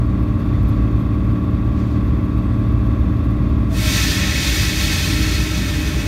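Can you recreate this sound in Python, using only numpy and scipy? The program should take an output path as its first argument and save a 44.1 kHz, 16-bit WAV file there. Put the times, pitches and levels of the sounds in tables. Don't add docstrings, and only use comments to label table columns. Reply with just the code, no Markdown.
import sys
import numpy as np
from scipy import signal
from scipy.fft import rfft, irfft
from scipy.io import wavfile
from scipy.ndimage import uniform_filter1d

SR = 44100
rng = np.random.default_rng(int(sys.argv[2]) if len(sys.argv) > 2 else 0)


def persist_wave(psi):
    counts = np.round(np.clip(psi, -1, 1) * 32767).astype(np.int16)
    wavfile.write(sys.argv[1], SR, np.atleast_2d(counts).T)


N = 267687
TIME = np.arange(N) / SR
BINS = np.fft.rfftfreq(N, 1 / SR)
UNLOAD_S = 3.68

# centre in seconds, half width in seconds, lift in dB.
HEAVES = [(0.6, 0.28, 7.5), (2.13, 0.072, 6), (2.9, 0.36, 4.5), (3.65, .4, 3.5), (4.58, 0.049, 8),
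          (5.28, 0.3, 3)]


def gain_of(db):
    return 10 ** (np.asarray(db) / 20)


def unit_rms(x):
    return x / np.sqrt(np.mean(x ** 2) + 1e-20)


def curve(points, hz):
    point_hz, db = np.transpose(points)
    return np.interp(np.log(hz + 1), np.log(point_hz + 1), db)


def resonances(modes):
    return sum(db / (1 + (2 * (BINS - hz) / width) ** 2) for hz, width, db in modes)


def below(hz):
    return 1 / (1 + (BINS / hz) ** 12)


def noise(spectrum):
    return unit_rms(irfft(rfft(rng.standard_normal(N)) * spectrum, N))


def wander(rate_hz):
    return noise(below(rate_hz))


def steadied(x, seconds):
    power = uniform_filter1d(x ** 2, max(int(seconds * SR), 2))
    return x / np.sqrt(np.abs(power) + 1e-12)


def singing(hz, width_hz, seconds=0.13):
    return steadied(noise(1 / (1 + (2 * (BINS - hz) / width_hz) ** 2)), seconds)


def wall_comb(depth):
    delays_s = rng.uniform(.001, .009, 12)
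    ripple = unit_rms(sum(np.cos(2 * np.pi * BINS * delay) for delay in delays_s))
    return gain_of(depth * ripple * (2.5 - below(hz=4500)))


def since(s):
    return np.maximum(TIME - s, 0)


def onset(s, rise_s):
    return 1 - np.exp(-since(s) / rise_s)


def bell(s, width_s):
    return np.exp(-((TIME - s) / width_s) ** 2)


def swells(rows):
    return sum(db * bell(s, width_s) for s, width_s, db in rows)


def fittings(rattle_db=-7.0, ring_s=.012, fizz_db=-70.5, whistle_hz=8110, whistle_db=-76.5):
    # start in seconds, relative level in dB.
    rattles = [(0.3907, -46), (0.446, -52), (0.6241, -45), (0.9938, -50), (1.3061, -51), (2.0539, -52),
               (2.5892, -51), (2.8576, -49)]
    # centre in seconds, half width in seconds, lift in dB.
    whistle_swells = [(0.1, .5, 6), (1.32, .13, 3), (2.5, .2, 9)]
    shake = gain_of(fizz_db + 5.0 * wander(rate_hz=35))
    for s, db in rattles:
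        shake += gain_of(db + rattle_db) * onset(s, rise_s=.003) * np.exp(-since(s) / ring_s)
    tick_eq = curve([(1500, -30), (4000, -1), (9500, -5), (12000, 6), (15500, -5)], BINS)
    ticks = shake * noise(gain_of(tick_eq))
    pitch_hz = whistle_hz + 8 * wander(rate_hz=60)
    whistle = np.sqrt(2) * np.sin(2 * np.pi * np.cumsum(pitch_hz) / SR)
    return ticks + whistle * gain_of(whistle_db + swells(whistle_swells))


def running_gear(hum_db=0.5, loaded_db=-12.5, mesh_db=-42.5, boom_db=-26.0):
    # pitch in Hz, width in Hz, relative level in dB.
    hum_bands = [(147.8, 6.8, -37.5), (192.4, 5, -35.5), (277, 23, -35.5), (309.9, 4, -34.5),
                 (322.4, 14, -41.5), (410, 46, -47)]
    # centre in seconds, half width in seconds, lift in dB.
    hum_swells = [(4.15, 0.078, 2), (5.21, 0.13, 7), (5.88, 0.14, 4.5)]
    presence = gain_of(loaded_db * (1 - onset(UNLOAD_S, rise_s=0.081)))
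    hums = sum(gain_of(db) * singing(hz, width, seconds=0.35) for hz, width, db in hum_bands)
    mesh = singing(hz=600, width_hz=28) * gain_of(mesh_db)
    boom = singing(hz=56.96, width_hz=3.6) * gain_of(boom_db + swells(HEAVES))
    return (hums * gain_of(hum_db + swells(hum_swells)) + mesh) * presence + boom


def rolling(rumble_db=-22.0, grow_db_per_s=0.04, drone_db=-29.5, rush_db=-41.5):
    # frequency in Hz, relative level in dB.
    wheel_eq = [(15, -38), (28, -30), (38, -13), (47, -5.5), (64, 3.5), (110, 1), (135, -3.5), (165, -12),
                (320, -16.5), (370, -21.5), (700, -30.5), (1200, -32.5), (1600, -33.5), (5000, -52.5),
                (8000, -58), (10400, -64), (12500, -58.5), (15500, -69)]
    # frequency in Hz, width in Hz, lift in dB.
    cab_modes = [(64, 8.2, 3.5), (154.5, 9.2, 6), (192.8, 8.4, 12), (566, 57, 2.5), (653, 15, 5.5),
                 (1137, 100, 5.5), (2007, 32, 9), (2540, 440, 6), (3550, 510, 6.5), (4480, 220, 6)]
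    # centre in seconds, half width in seconds, level in dB.
    brushes = [(0.72, .27, -61), (1.8, 0.044, -51.5), (1.92, 0.097, -53), (2.62, .04, -60), (3.5, .25, -63)]
    cab_hollows = resonances([(2940, 230, -4.5), (7600, 400, -6.5)])
    colour = gain_of(curve(wheel_eq, BINS) + resonances(cab_modes) + cab_hollows)
    deep, low = below(hz=140.4), below(hz=473)
    heave_db = swells(HEAVES)
    rumble = steadied(noise(colour * deep), seconds=0.13)
    rumble *= gain_of(rumble_db + grow_db_per_s * TIME + 0.52 * heave_db)
    drone = steadied(noise(colour * (low - deep)), seconds=0.29)
    drone *= gain_of(drone_db + 2.5 * onset(UNLOAD_S, rise_s=0.084))
    rush = noise(colour * (1 - low) * wall_comb(depth=0.95))
    rush *= gain_of(rush_db + 0.15 * heave_db + .5 * wander(rate_hz=25))
    brush_eq = curve([(800, -22), (1900, 4), (4500, 1), (7000, -7), (9000, -12), (12000, -29)], BINS)
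    brush = noise(gain_of(brush_eq)) * sum(gain_of(db) * bell(s, width_s) for s, width_s, db in brushes)
    return rumble + drone + rush + brush


def compressor(shaft_hz=18.685, coast_s=3.6, level_db=-1., sink_db_per_hz=4.3,
               whine_db=-52.5, flare_db=-42.5, flare_fade_s=.6):
    # multiple of the shaft rate, relative level in dB.
    strong_orders = [(2, -37), (4, -28), (6, -21.5), (8, -35), (10, -28.5), (12, -28), (14, -33.5),
                     (15, -31.5), (16, -29), (17, -41.5), (18, -40.5), (19, -41), (20, -49), (21, -45.5),
                     (22, -46.5), (23, -50.5), (26, -58), (27, -52), (28, -66), (30, -47), (32, -50),
                     (33, -50.5), (54, -53.5), (57, -47), (58, -51.5), (60, -47.5), (61, -43)]
    # frequency in Hz, relative level per harmonic in dB.
    clatter = [(50, -47), (150, -44), (300, -62), (450, -59), (620, -58), (800, -62), (1000, -63.5),
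               (1200, -59.5), (1320, -59), (1500, -77), (2000, -74)]
    rate_hz = shaft_hz * np.exp(-since(UNLOAD_S) / coast_s)
    load = gain_of(-sink_db_per_hz * (shaft_hz - rate_hz))
    turns = np.cumsum(rate_hz * (1 + .0014 * wander(rate_hz=8))) / SR
    orders = np.arange(2, 108)
    order_db = curve(clatter, orders * shaft_hz) + 3.5 * rng.standard_normal(len(orders))
    for order, db in strong_orders:
        order_db[np.argmin(abs(orders - order))] = db
    spread = np.interp(orders, [6, 10, 20, 26], [1, .55, .55, 1])
    offsets = spread * rng.uniform(-0.55, 0.57, len(orders))
    wavers = [1 + 0.12 * wander(rate_hz=7.3) for _ in range(5)]
    drumming = np.zeros(N)
    for order, gain, offset in zip(orders, gain_of(order_db), offsets):
        drumming += gain * wavers[order % len(wavers)] * np.cos(2 * np.pi * (order * turns + offset))
    flare = onset(UNLOAD_S, rise_s=0.04) * np.exp(-since(UNLOAD_S) / flare_fade_s)
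    whine = np.cos(2 * np.pi * 35 * turns) * (1 + .7 * wander(rate_hz=13))
    whine *= gain_of(whine_db) * load + gain_of(flare_db) * flare
    return np.sqrt(2) * (drumming * gain_of(level_db) * load + whine)


def flow(level_db, rise_s, fall_db_per_s, sag_db, shut_db=-42.5, droop_db_per_s=1.41, fall_at_s=4.75):
    opening_db = shut_db * np.exp(-since(UNLOAD_S) / rise_s)
    emptying_db = droop_db_per_s * since(UNLOAD_S) + fall_db_per_s * since(fall_at_s)
    dip_db = sag_db * bell(4.27, width_s=.13)
    return onset(UNLOAD_S, rise_s=0.007) * gain_of(level_db + opening_db - emptying_db - dip_db)


def blow_off(gust_db=0.5, edge_db=-37.5, edge_stops_s=5.4, edge_release_s=.05, pipe_db=-42.5):
    # frequency in Hz, relative level in dB.
    air_eq = [(300, -13.5), (700, -18), (1200, -13.5), (1600, -5.5), (2400, -1), (3500, 1), (6000, -5),
              (7300, -1), (7700, -7.5), (9300, -11), (10400, -18), (11400, -12.5), (13000, -15.5),
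              (15500, -20)]
    # frequency in Hz, width in Hz, lift in dB.
    vent_modes = [(818, 130, 7.5), (1074, 23, 13), (1327, 43, 12.5), (1560, 91, 7.5), (1728, 110, 9),
                  (1820, 59, 11), (1962, 84, 9.5), (2210, 200, 8), (2450, 29, 5), (2547, 96, 13),
                  (2740, 150, 3.5), (3095, 49, 9), (3350, 160, 5.5), (3650, 440, 6), (3950, 17, -1.5),
                  (4226, 42, 11), (4590, 100, 8), (4900, 76, 7), (5460, 560, 5.5), (6010, 125, 10),
                  (6370, 47, 9.5), (7000, 42, 0), (8270, 128, 5.5)]
    # centre in seconds, half width in seconds, lift in dB.
    spurts = [(4.74, 0.049, -2.5), (4.935, 0.02, 1.5), (5.33, 0.051, 1)]
    colour = gain_of(curve(air_eq, BINS) + resonances(vent_modes)) * wall_comb(depth=0.46)
    low, middle, high = below(hz=1540), below(hz=3030), below(hz=8070)
    hiss = noise(colour * (1 - high)) * flow(-31.5, rise_s=0.051, fall_db_per_s=6.0, sag_db=4.5)
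    jet = noise(colour * (high - middle)) * flow(-23.0, rise_s=0.069, fall_db_per_s=6.5, sag_db=3.0)
    body = noise(colour * (middle - low)) * flow(-25.0, rise_s=0.065, fall_db_per_s=4.0, sag_db=0.9)
    housing = noise(colour * low) * flow(-33.0, rise_s=0.063, fall_db_per_s=1.0, sag_db=.6)
    edge = singing(hz=4290, width_hz=37) * gain_of(edge_db)
    edge *= onset(UNLOAD_S, rise_s=.7) * np.exp(-since(edge_stops_s) / edge_release_s)
    pipe = singing(hz=1335, width_hz=45) * gain_of(pipe_db) * bell(5.38, width_s=0.32)
    gusts = gain_of(swells(spurts) + gust_db * wander(rate_hz=19))
    return (hiss + jet + body + housing + pipe + edge) * gusts


def scene():
    cab = compressor() + rolling() + running_gear() + blow_off() + fittings()
    return np.array([cab, cab])


def record(dry):
    low_pass = signal.firwin(1023, cutoff=15720, window=("kaiser", 9), fs=SR)
    return signal.oaconvolve(dry, low_pass[None], "same")


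dry = scene()
out = record(dry)
persist_wave(out)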